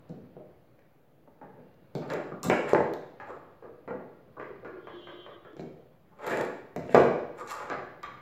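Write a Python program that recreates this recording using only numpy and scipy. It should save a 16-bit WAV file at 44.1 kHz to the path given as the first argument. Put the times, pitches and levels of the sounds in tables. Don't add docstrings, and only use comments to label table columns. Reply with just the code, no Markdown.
import sys
import numpy as np
from scipy import signal
from scipy.fft import rfft, irfft, next_fast_len
from scipy.io import wavfile
from scipy.ndimage import uniform_filter1d, map_coordinates

SR = 44100
rng = np.random.default_rng(int(sys.argv[2]) if len(sys.argv) > 2 else 0)


def output_pcm(signal):
    pcm = np.clip(np.atleast_2d(signal).T, -1, 1) * 32767
    wavfile.write(sys.argv[1], SR, np.round(pcm).astype(np.int16))


N = 362061

# pitch_hz, width_hz, level_db
BOARD_MODES = [(302, 76, -5), (380.5, 61.5, -1.5), (435, 78, 1.5), (488.2, 62.5, 1.5), (583, 66, 2),
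               (665, 105, 0), (790, 108, -8)]
FRAME_MODES = [(100, 18, -2), (160.7, 21, -2), (191.6, 31.5, 7.5), (241.7, 26.8, 6)]
CASING_MODES = [(857, 96, 1.5), (1032, 150, -2), (1162, 84, -4), (1219, 140, -4), (1379, 73, -3.5)]
SHELL_MODES = [(1677, 120, 12.5), (1828, 180, 11.5), (1978, 130, 5.5), (2216, 170, 7), (2683, 140, 1.5),
               (3070, 470, -5)]
STEEL_MODES = [(3535, 500, 4), (4100, 2200, 20), (4465, 360, -1), (5620, 1610, -2.5), (6060, 1100, 1),
               (8190, 1100, -1.5)]
# start_s, level_db, board_hz, frame_db, casing_db, casing_hz, shell_db, shell_hz,
# echo_db (the share sent to the walls). The later levels are relative to level_db.
KNOCKS = [(0.097, -35, 408, 2, -25, 930, -44, 2200, -0.5), (0.367, -33, 480, -11, -19, 950, -44, 1770, -3),
          (0.791, -54.5, 636, -12, -12, 1150, -2.5, 2200, -1.5),
          (1.275, -46, 604, -9, -3.5, 920, -16, 1700, -3.5), (1.414, -39, 620, -10, -3, 923, -13, 1690, 2),
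          (1.579, -45.5, 404, -6.5, -30, 907, -19, 1790, 3),
          (1.952, -23, 537, -4.5, -17, 1000, -20, 2340, -1.5),
          (2.02, -41.5, 570, -16, 2, 974, -7.5, 2180, 5), (2.101, -39, 412, 1, -21, 895, 3, 1660, 2),
          (2.138, -27.5, 396, -45, -3.5, 1200, -7.5, 1680, 0),
          (2.162, -28, 440, -29, -33, 1220, -29, 1660, 4),
          (2.32, -32.5, 413, -1, -3.5, 1155, -30, 1610, -1.5),
          (2.431, -43, 295, -7, 0.5, 1160, -11, 2860, 11.5),
          (2.45, -27.5, 410, 1, -29, 1170, -15.5, 1750, 3),
          (2.4991, -10.5, 520, -24, -13.5, 1410, -6, 2270, -0.5),
          (2.733, -6, 500, -20, -17.5, 836, -40, 1930, -5), (2.748, -18, 545, -45, 4.5, 883, 0.5, 1720, -7),
          (2.805, -15.5, 660, -10, -35, 904, -20, 1840, -16),
          (2.935, -27, 463, -15, -29, 950, -17, 1886, -17),
          (3.2, -39.5, 794, -13.5, 6.5, 994, 2.5, 1690, 1.5),
          (3.305, -40, 385, -30.5, 2, 1090, -15, 1800, 0.5),
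          (3.624, -39, 493, -19, -12, 1110, -16, 1660, 5.5),
          (3.877, -30, 406, -41, -8.5, 1320, -10, 1640, 3), (3.905, -28, 508, -9, -7.5, 888, -21, 1640, 0),
          (4.367, -47, 423, -16, -1.5, 1294, -29, 1660, 11.5),
          (4.398, -35, 400, -37, -3, 1130, -1.5, 1710, 2.5),
          (4.631, -39.5, 404, -33, -19, 950, -29, 1680, 5),
          (4.648, -36.5, 398, -28, -2.5, 1327, -4.5, 1820, 2),
          (4.871, -34.5, 604, -17, -2.5, 1140, -5, 1670, -0.5),
          (5.071, -39, 577, -22.5, -1, 1116, -2.5, 1680, 2),
          (5.263, -37, 487, -23, -3, 1210, -5, 1810, -0.5),
          (5.449, -42.5, 515, -21, -7.5, 1430, -8.5, 1640, 2),
          (5.567, -36.5, 350, -10, -32, 1370, -16, 2310, -3),
          (5.595, -28.5, 442, -4.5, -30, 1175, -14.5, 2280, -6),
          (5.608, -35.5, 450, -9, -18, 980, -31, 2280, 4),
          (6.268, -31.5, 480, -14.5, -5, 1160, -23, 1720, 4.5),
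          (6.31, -27, 416, -20, -27, 930, -3, 2050, 6.5),
          (6.373, -27.5, 400, -28, -7.5, 864, -24, 1640, 7.5),
          (6.406, -28.5, 390, -32, -4, 1210, -5.5, 1600, 3),
          (6.762, -21.5, 594, -8, -14.5, 913, -15.5, 2410, -3.5),
          (6.894, -27, 470, -13, -38, 1080, -13.5, 2460, -5),
          (6.946, -3.5, 480, -18, -11.5, 1220, -13, 2020, 0.5),
          (7.41, -35.5, 425, -39, 2.5, 1170, -31, 1670, -0.5),
          (7.512, -55.5, 444, -21, 20.5, 1120, -8, 1660, 6.5), (7.7, -27, 493, -17, 0, 1000, -3.5, 1690, 5),
          (8.032, -44.5, 460, -13, 9.5, 1190, 6, 2200, 4)]


def knocks(contact_s=0.0006):
    track = np.zeros((2, N))
    for start_s, db, board_hz, frame_db, casing_db, casing_hz, shell_db, shell_hz, echo_db in KNOCKS:
        rest_s = contact_s * amp(-0.21 * (db + 17))
        board = ring(BOARD_MODES, rest_s, board_hz, focus_db=25.5)
        frame = amp(frame_db) * ring(FRAME_MODES, 3 * contact_s)
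        shell = amp(shell_db) * ring(SHELL_MODES, contact_s / 2, shell_hz, focus_db=59)
        blade = amp(shell_db - 26.5) * ring(STEEL_MODES, .00015, struck_hz=3540, focus_db=24, flip=-1)
        casing = amp(casing_db) * ring(CASING_MODES, contact_s, casing_hz, focus_db=104)
        place(track, start_s, amp([[db], [db + echo_db]]) * (board + frame + shell + blade + casing))
    return track


# pitch_hz, width_hz, level_db
BRIGHT_MODES = [(10040, 2800, 4), (10200, 1500, -12.5), (13200, 2000, 6), (14400, 1600, 0.5)]
# start_s, level_db, pitch_hz, bright_db, echo_db (last two relative to level_db)
TIP_TICKS = [(0.093, -55.5, 5550, -18, -5), (0.792, -64, 3690, -10, -13), (1.742, -68, 3320, -13, -13.5),
             (1.951, -41, 4600, -10, -4), (2.101, -34, 5200, -20, -10.5), (2.136, -35, 4000, -9.5, -21),
             (2.431, -25, 7300, -14, -6.5), (2.441, -26, 7300, -5.5, -5.5), (2.4985, -28, 3440, -36, -12.5),
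             (2.733, -33.5, 5500, -14.5, -14), (2.748, -45, 4000, -15, -8), (2.936, -36, 4200, -8, -12),
             (3.305, -63.5, 6960, -15, -16), (4.397, -70, 4690, -11, -4), (5.532, -62, 3800, -26.5, -12),
             (5.567, -52, 4000, -30, -9), (5.575, -61, 4000, -33, -10), (5.583, -68, 4000, -33, -7),
             (5.589, -63, 3900, -39, -10), (5.595, -48, 3900, -33, -8), (5.602, -53, 4000, -35, -7),
             (5.608, -49, 3870, -28, -16), (5.614, -64, 4000, -37, -13), (6.266, -39, 7000, 3, -7),
             (6.307, -40.5, 5000, -8, -19), (6.371, -51, 6000, 0, -16), (6.41, -38, 4500, -5, -12),
             (6.762, -39, 6000, -9, -8.5), (6.879, -56, 3600, -27, -14), (6.917, -59, 5000, -9, -10),
             (6.948, -29, 4560, -12.5, -6), (7.372, -70, 6760, 3, -10), (7.405, -63, 7000, -6, -10),
             (7.474, -42.5, 7000, -15, 2), (7.508, -33, 7500, -6, -12), (7.516, -45, 7400, -22, -10),
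             (7.699, -40.5, 4080, -25, -8), (8.031, -40, 3700, -14, -9.5)]


def tip_ticks(chatter_s=0.009):
    direct, to_walls = np.zeros((2, N))
    t = np.arange(SR // 100) / SR
    for start_s, db, pitch_hz, bright_db, echo_db in TIP_TICKS:
        focus_db = -0.5 - .8 * bright_db
        tick = ring(STEEL_MODES, .00016, pitch_hz, focus_db, flip=-1)
        tick += amp(bright_db) * ring(BRIGHT_MODES, .00015, flip=-1)
        chatter = rng.standard_normal(len(t)) * amp(-60 * t / chatter_s)
        rattled = signal.fftconvolve(tick, chatter / np.linalg.norm(chatter))[:len(tick)]
        place(direct, start_s, amp(db) * rattled)
        place(to_walls, start_s, amp(db + echo_db) * tick)
    return np.array([direct, to_walls])


# start_s, rise_s, hold_s, board_db, casing_db, shell_db, steel_db
# (last three relative to board_db)
SLIDES = [(2.08, 0.027, 0.032, -34, -8, -11.5, -39), (2.65, .04, 0.012, -42.5, 2.5, 0.5, -18.5),
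          (3.22, 0.076, .02, -43.5, -6.5, -22, -49), (6.1, 0.014, .02, -77, 12, -21, -29),
          (6.16, 0.07, 0.026, -46, 0, -6.5, -30), (6.24, 0.036, 0.1, -40, -1, -5.5, -21.5),
          (6.8, 0.054, 0.06, -53, -6, -10, -27), (6.88, .04, 0.058, -53, -11, 4, -10.5),
          (7.35, 0.034, 0.021, -55, 2, -4, -14), (7.45, .05, 0.01, -57.5, 10.5, 11.5, 0),
          (7.49, 0.06, 0.13, -49.5, 4.5, -7.5, -52)]


def slides():
    gains = 0
    for start_s, rise_s, hold_s, board_db, *shares_db in SLIDES:
        stroke_db = board_db + swell(start_s, rise_s, hold_s, rise_db=28.5, fade_db_per_s=172.5)
        gains += amp(stroke_db) * amp([0, *shares_db])[:, None]
    board_gain, casing_gain, shell_gain, steel_gain = gains
    catches = unit(grit(per_s=4000) * amp(2 * wobble(40)))
    skips = catches + unit(grit(per_s=250))
    table = shake(BOARD_MODES, catches) + amp(-29) * shake(FRAME_MODES, catches)
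    casing = shake(CASING_MODES, catches)
    shell = shake(SHELL_MODES, catches)
    steel = unit(shake(STEEL_MODES, skips, order=1) + amp(-14.5) * shake(BRIGHT_MODES, skips))
    return board_gain * table + casing_gain * casing + shell_gain * shell + steel_gain * steel


# start_s, level_db, pitch_hz
HOLLOW_NOTES = [(4.449, -47, 348), (4.505, -35.5, 392), (4.728, -42.5, 373), (4.773, -40, 348),
                (4.838, -53, 391), (4.935, -39.5, 348), (4.975, -48, 358), (5.132, -42, 353),
                (5.188, -48, 349), (5.352, -47, 353), (5.531, -44.5, 334)]


def hollow_notes(width_hz=22, echo_db=-9):
    track = np.zeros(N)
    for start_s, db, pitch_hz in HOLLOW_NOTES:
        modes = [(pitch_hz, width_hz, 0), (1.186 * pitch_hz, 2 * width_hz, -8)]
        place(track, start_s, amp(db) * ring(modes, attack_s=.003))
    return track * amp([[0], [echo_db]])


# pitch_hz, width_hz, level_db
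LOOSE_MODES = [(1148, 9.5, -0.5), (2180, 11, -7.5), (3190, 16, -13), (3800, 36, -10.5)]
# start_s, level_db
CLINKS = [(7.7, -46), (8.03, -39.5)]


def clinks(echo_db=-6.5):
    track = np.zeros(N)
    for start_s, db in CLINKS:
        place(track, start_s, amp(db) * ring(LOOSE_MODES, attack_s=.0004))
    return track * amp([[0], [echo_db]])


# delay_s, level_db
FIRST_ECHOES = [(.0075, -15.5), (.016, -16.5), (.031, -7)]
# pitch_hz, fade_s
WALL_FADE = [(100, 0.73), (500, 0.73), (2000, 0.73), (5000, 0.72), (8000, 0.53), (15000, 0.4)]


def room_echo(sound, build_s=0.0018):
    early = sum(amp(db) * np.pad(sound, (round(delay_s * SR), 0))[:N] for delay_s, db in FIRST_ECHOES)
    hop = 8192
    count = N // hop + 2
    hz, t, noise = signal.stft(rng.standard_normal((count, SR)), SR, nperseg=256)
    fade = amp(-60 * t / along(WALL_FADE, hz)[:, None])
    tails = signal.istft(noise * fade, SR, nperseg=256)[1][:, :SR]
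    tails *= 1 - np.exp(-np.arange(SR) / SR / build_s)
    tails /= np.linalg.norm(tails, axis=1).mean()
    padded = np.pad(sound, (hop, (count + 1) * hop))
    window = np.sin(np.pi * np.arange(2 * hop) / (2 * hop))
    late = np.zeros(hop + N)
    for k, tail in enumerate(tails):
        stretch = padded[k * hop:][:2 * hop] * window
        place(late, k * hop / SR, signal.fftconvolve(stretch, tail))
    return early + amp(5.5) * late[hop:]


# pitch_hz, level_db
HORN_TONE = [(2500, -36), (2800, -9), (2950, -0.5), (3160, 7.5), (3500, -1), (3850, -10), (4250, -19),
             (4700, -28), (7000, -39)]


def far_horn(start_s=4.796, reeds_hz=(351.1, 422.6)):
    size = 2 * SR
    t = np.arange(size) / SR
    smear = lambda per_s: wobble(per_s, size) + 1j * wobble(per_s, size)
    tone = np.zeros(size)
    for reed_hz in reeds_hz:
        for hz in reed_hz * np.arange(6, 17):
            paths = .6 + smear(40) + .22 * smear(260)
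            tone += amp(along(HORN_TONE, hz)) * np.real(paths * np.exp(2j * np.pi * hz * t))
    track = np.zeros(N)
    place(track, start_s, unit(tone))
    return track * amp(-56.5 + swell(start_s, rise_s=0.17, hold_s=0.24, rise_db=22, fade_db_per_s=49))


# time_s, level_db
WHISTLE_LEVELS = [(1.6, -85), (1.66, -81), (1.9, -87), (1.96, -110)]


def faint_whistle(pitch_hz=2770):
    level_db = over_time(WHISTLE_LEVELS, outside=-140) + 3 * wobble(20)
    return amp(level_db) * np.sin(2 * np.pi * pitch_hz * np.arange(N) / SR)


# time_s, level_db
HUM_LEVELS = [(0, -54), (.7, -58.5), (1.9, -58), (3.6, -56.5), (4.4, -55.5), (5.5, -56.5), (6.1, -57.5),
              (8.21, -54)]
# pitch_hz, level_db
HUM_TONE = [(15, -53.5), (25, -20), (44, 2.5), (144, -3.5), (274, -12), (306, -8), (366, -12), (533, -9),
            (927, -20.5), (2010, -28.5), (5000, -42.5), (6500, -70), (11000, -120)]


def room_hum():
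    noise = signal.stft(rng.standard_normal(N), nperseg=1024)[2]
    patches = uniform_filter1d(rng.standard_normal(noise.shape), size=8, axis=0)
    patches = uniform_filter1d(patches, size=6, axis=1)
    patchy = signal.istft(noise * amp(1.3 * unit(patches)), nperseg=1024)[1][:N]
    level_db = over_time(HUM_LEVELS) + 1.3 * wobble(1.9)
    return amp(level_db) * unit(filtered(patchy, lambda hz: amp(along(HUM_TONE, hz))))


# pitch_hz, level_db
HISS_TONE = [(2940, -41.5), (5000, -10.5), (5950, -3), (7460, -20.5), (8050, -9), (11500, -8.5), (15800, 9)]


def hiss():
    return amp(-75) * unit(filtered(rng.standard_normal(N), lambda hz: amp(along(HISS_TONE, hz))))


def ring(modes, attack_s, struck_hz=None, focus_db=0, flip=1):
    t = np.arange(SR // 8) / SR
    hz, width_hz, db = np.transpose(modes)[:, :, None]
    if struck_hz:
        db = db - focus_db * np.log2(hz / struck_hz) ** 2
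    db = db + 2 * rng.standard_normal(db.shape)
    hz = hz * (1 + .012 * rng.standard_normal(hz.shape))
    sign = flip ** np.arange(len(modes))[:, None]
    waves = sign * amp(db) * np.exp(-np.pi * width_hz * t) * np.sin(2 * np.pi * hz * t)
    blow = waves.sum(axis=0) * (1 - np.exp(-t / attack_s)) ** 2
    return blow / np.abs(blow).max()


def shake(modes, force, order=2):
    def response(hz):
        total = 0
        for k, (pitch_hz, width_hz, db) in enumerate(modes):
            peak = 1j * hz * width_hz / (pitch_hz ** 2 - hz ** 2 + 1j * hz * width_hz)
            total += amp(db) * ((-1) ** k * peak) ** order
        return total
    return unit(filtered(force, response))


def grit(per_s, spread_db=2):
    caught = rng.random(N) < per_s / SR
    return caught * amp(spread_db * rng.exponential(size=N)) * rng.standard_normal(N)


def swell(start_s, rise_s, hold_s, rise_db, fade_db_per_s):
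    t = np.arange(N) / SR - start_s
    rising_db = np.where(t < 0, -140, rise_db * (t / rise_s - 1))
    return np.minimum(np.minimum(rising_db, 0), -fade_db_per_s * (t - rise_s - hold_s))


def wobble(per_s, size=N):
    values = rng.standard_normal(int(size * per_s / SR) + 4)
    return map_coordinates(values, [np.arange(size) * per_s / SR])


def filtered(sound, response):
    size = next_fast_len(N + SR // 2)
    return irfft(rfft(sound, size) * response(np.fft.rfftfreq(size, 1 / SR)), size)[..., :N]


def place(track, start_s, sound):
    slot = track[..., round(start_s * SR):][..., :sound.shape[-1]]
    slot += sound[..., :slot.shape[-1]]


def along(points, hz):
    pitches_hz, values = np.transpose(points)
    return np.interp(np.log(hz + 1), np.log(pitches_hz + 1), values)


def over_time(points, outside=None):
    return np.interp(np.arange(N) / SR, *np.transpose(points), outside, outside)


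def amp(db):
    return 10 ** (np.asarray(db) / 20)


def unit(sound):
    return sound / np.sqrt(np.mean(sound ** 2) + 1e-20)


def scene():
    direct, to_walls = knocks() + tip_ticks() + hollow_notes() + clinks()
    scraping = slides()
    echo = room_echo(to_walls + amp(-10) * scraping)
    return (direct + scraping + echo + far_horn() + faint_whistle() + room_hum() + hiss())[None]


# pitch_hz, gain_db
MIC_TONE = [(20, -20), (45, -16), (90, -9), (130, -0.5), (6000, 1), (7600, 15.5), (8000, -2), (11000, 8),
            (16000, -5)]


def record(dry):
    top_hz, resting_level = 15850, -.0006
    return resting_level + filtered(dry, lambda hz: amp(along(MIC_TONE, hz)) * (hz < top_hz))


dry = scene()
out = record(dry)
output_pcm(out)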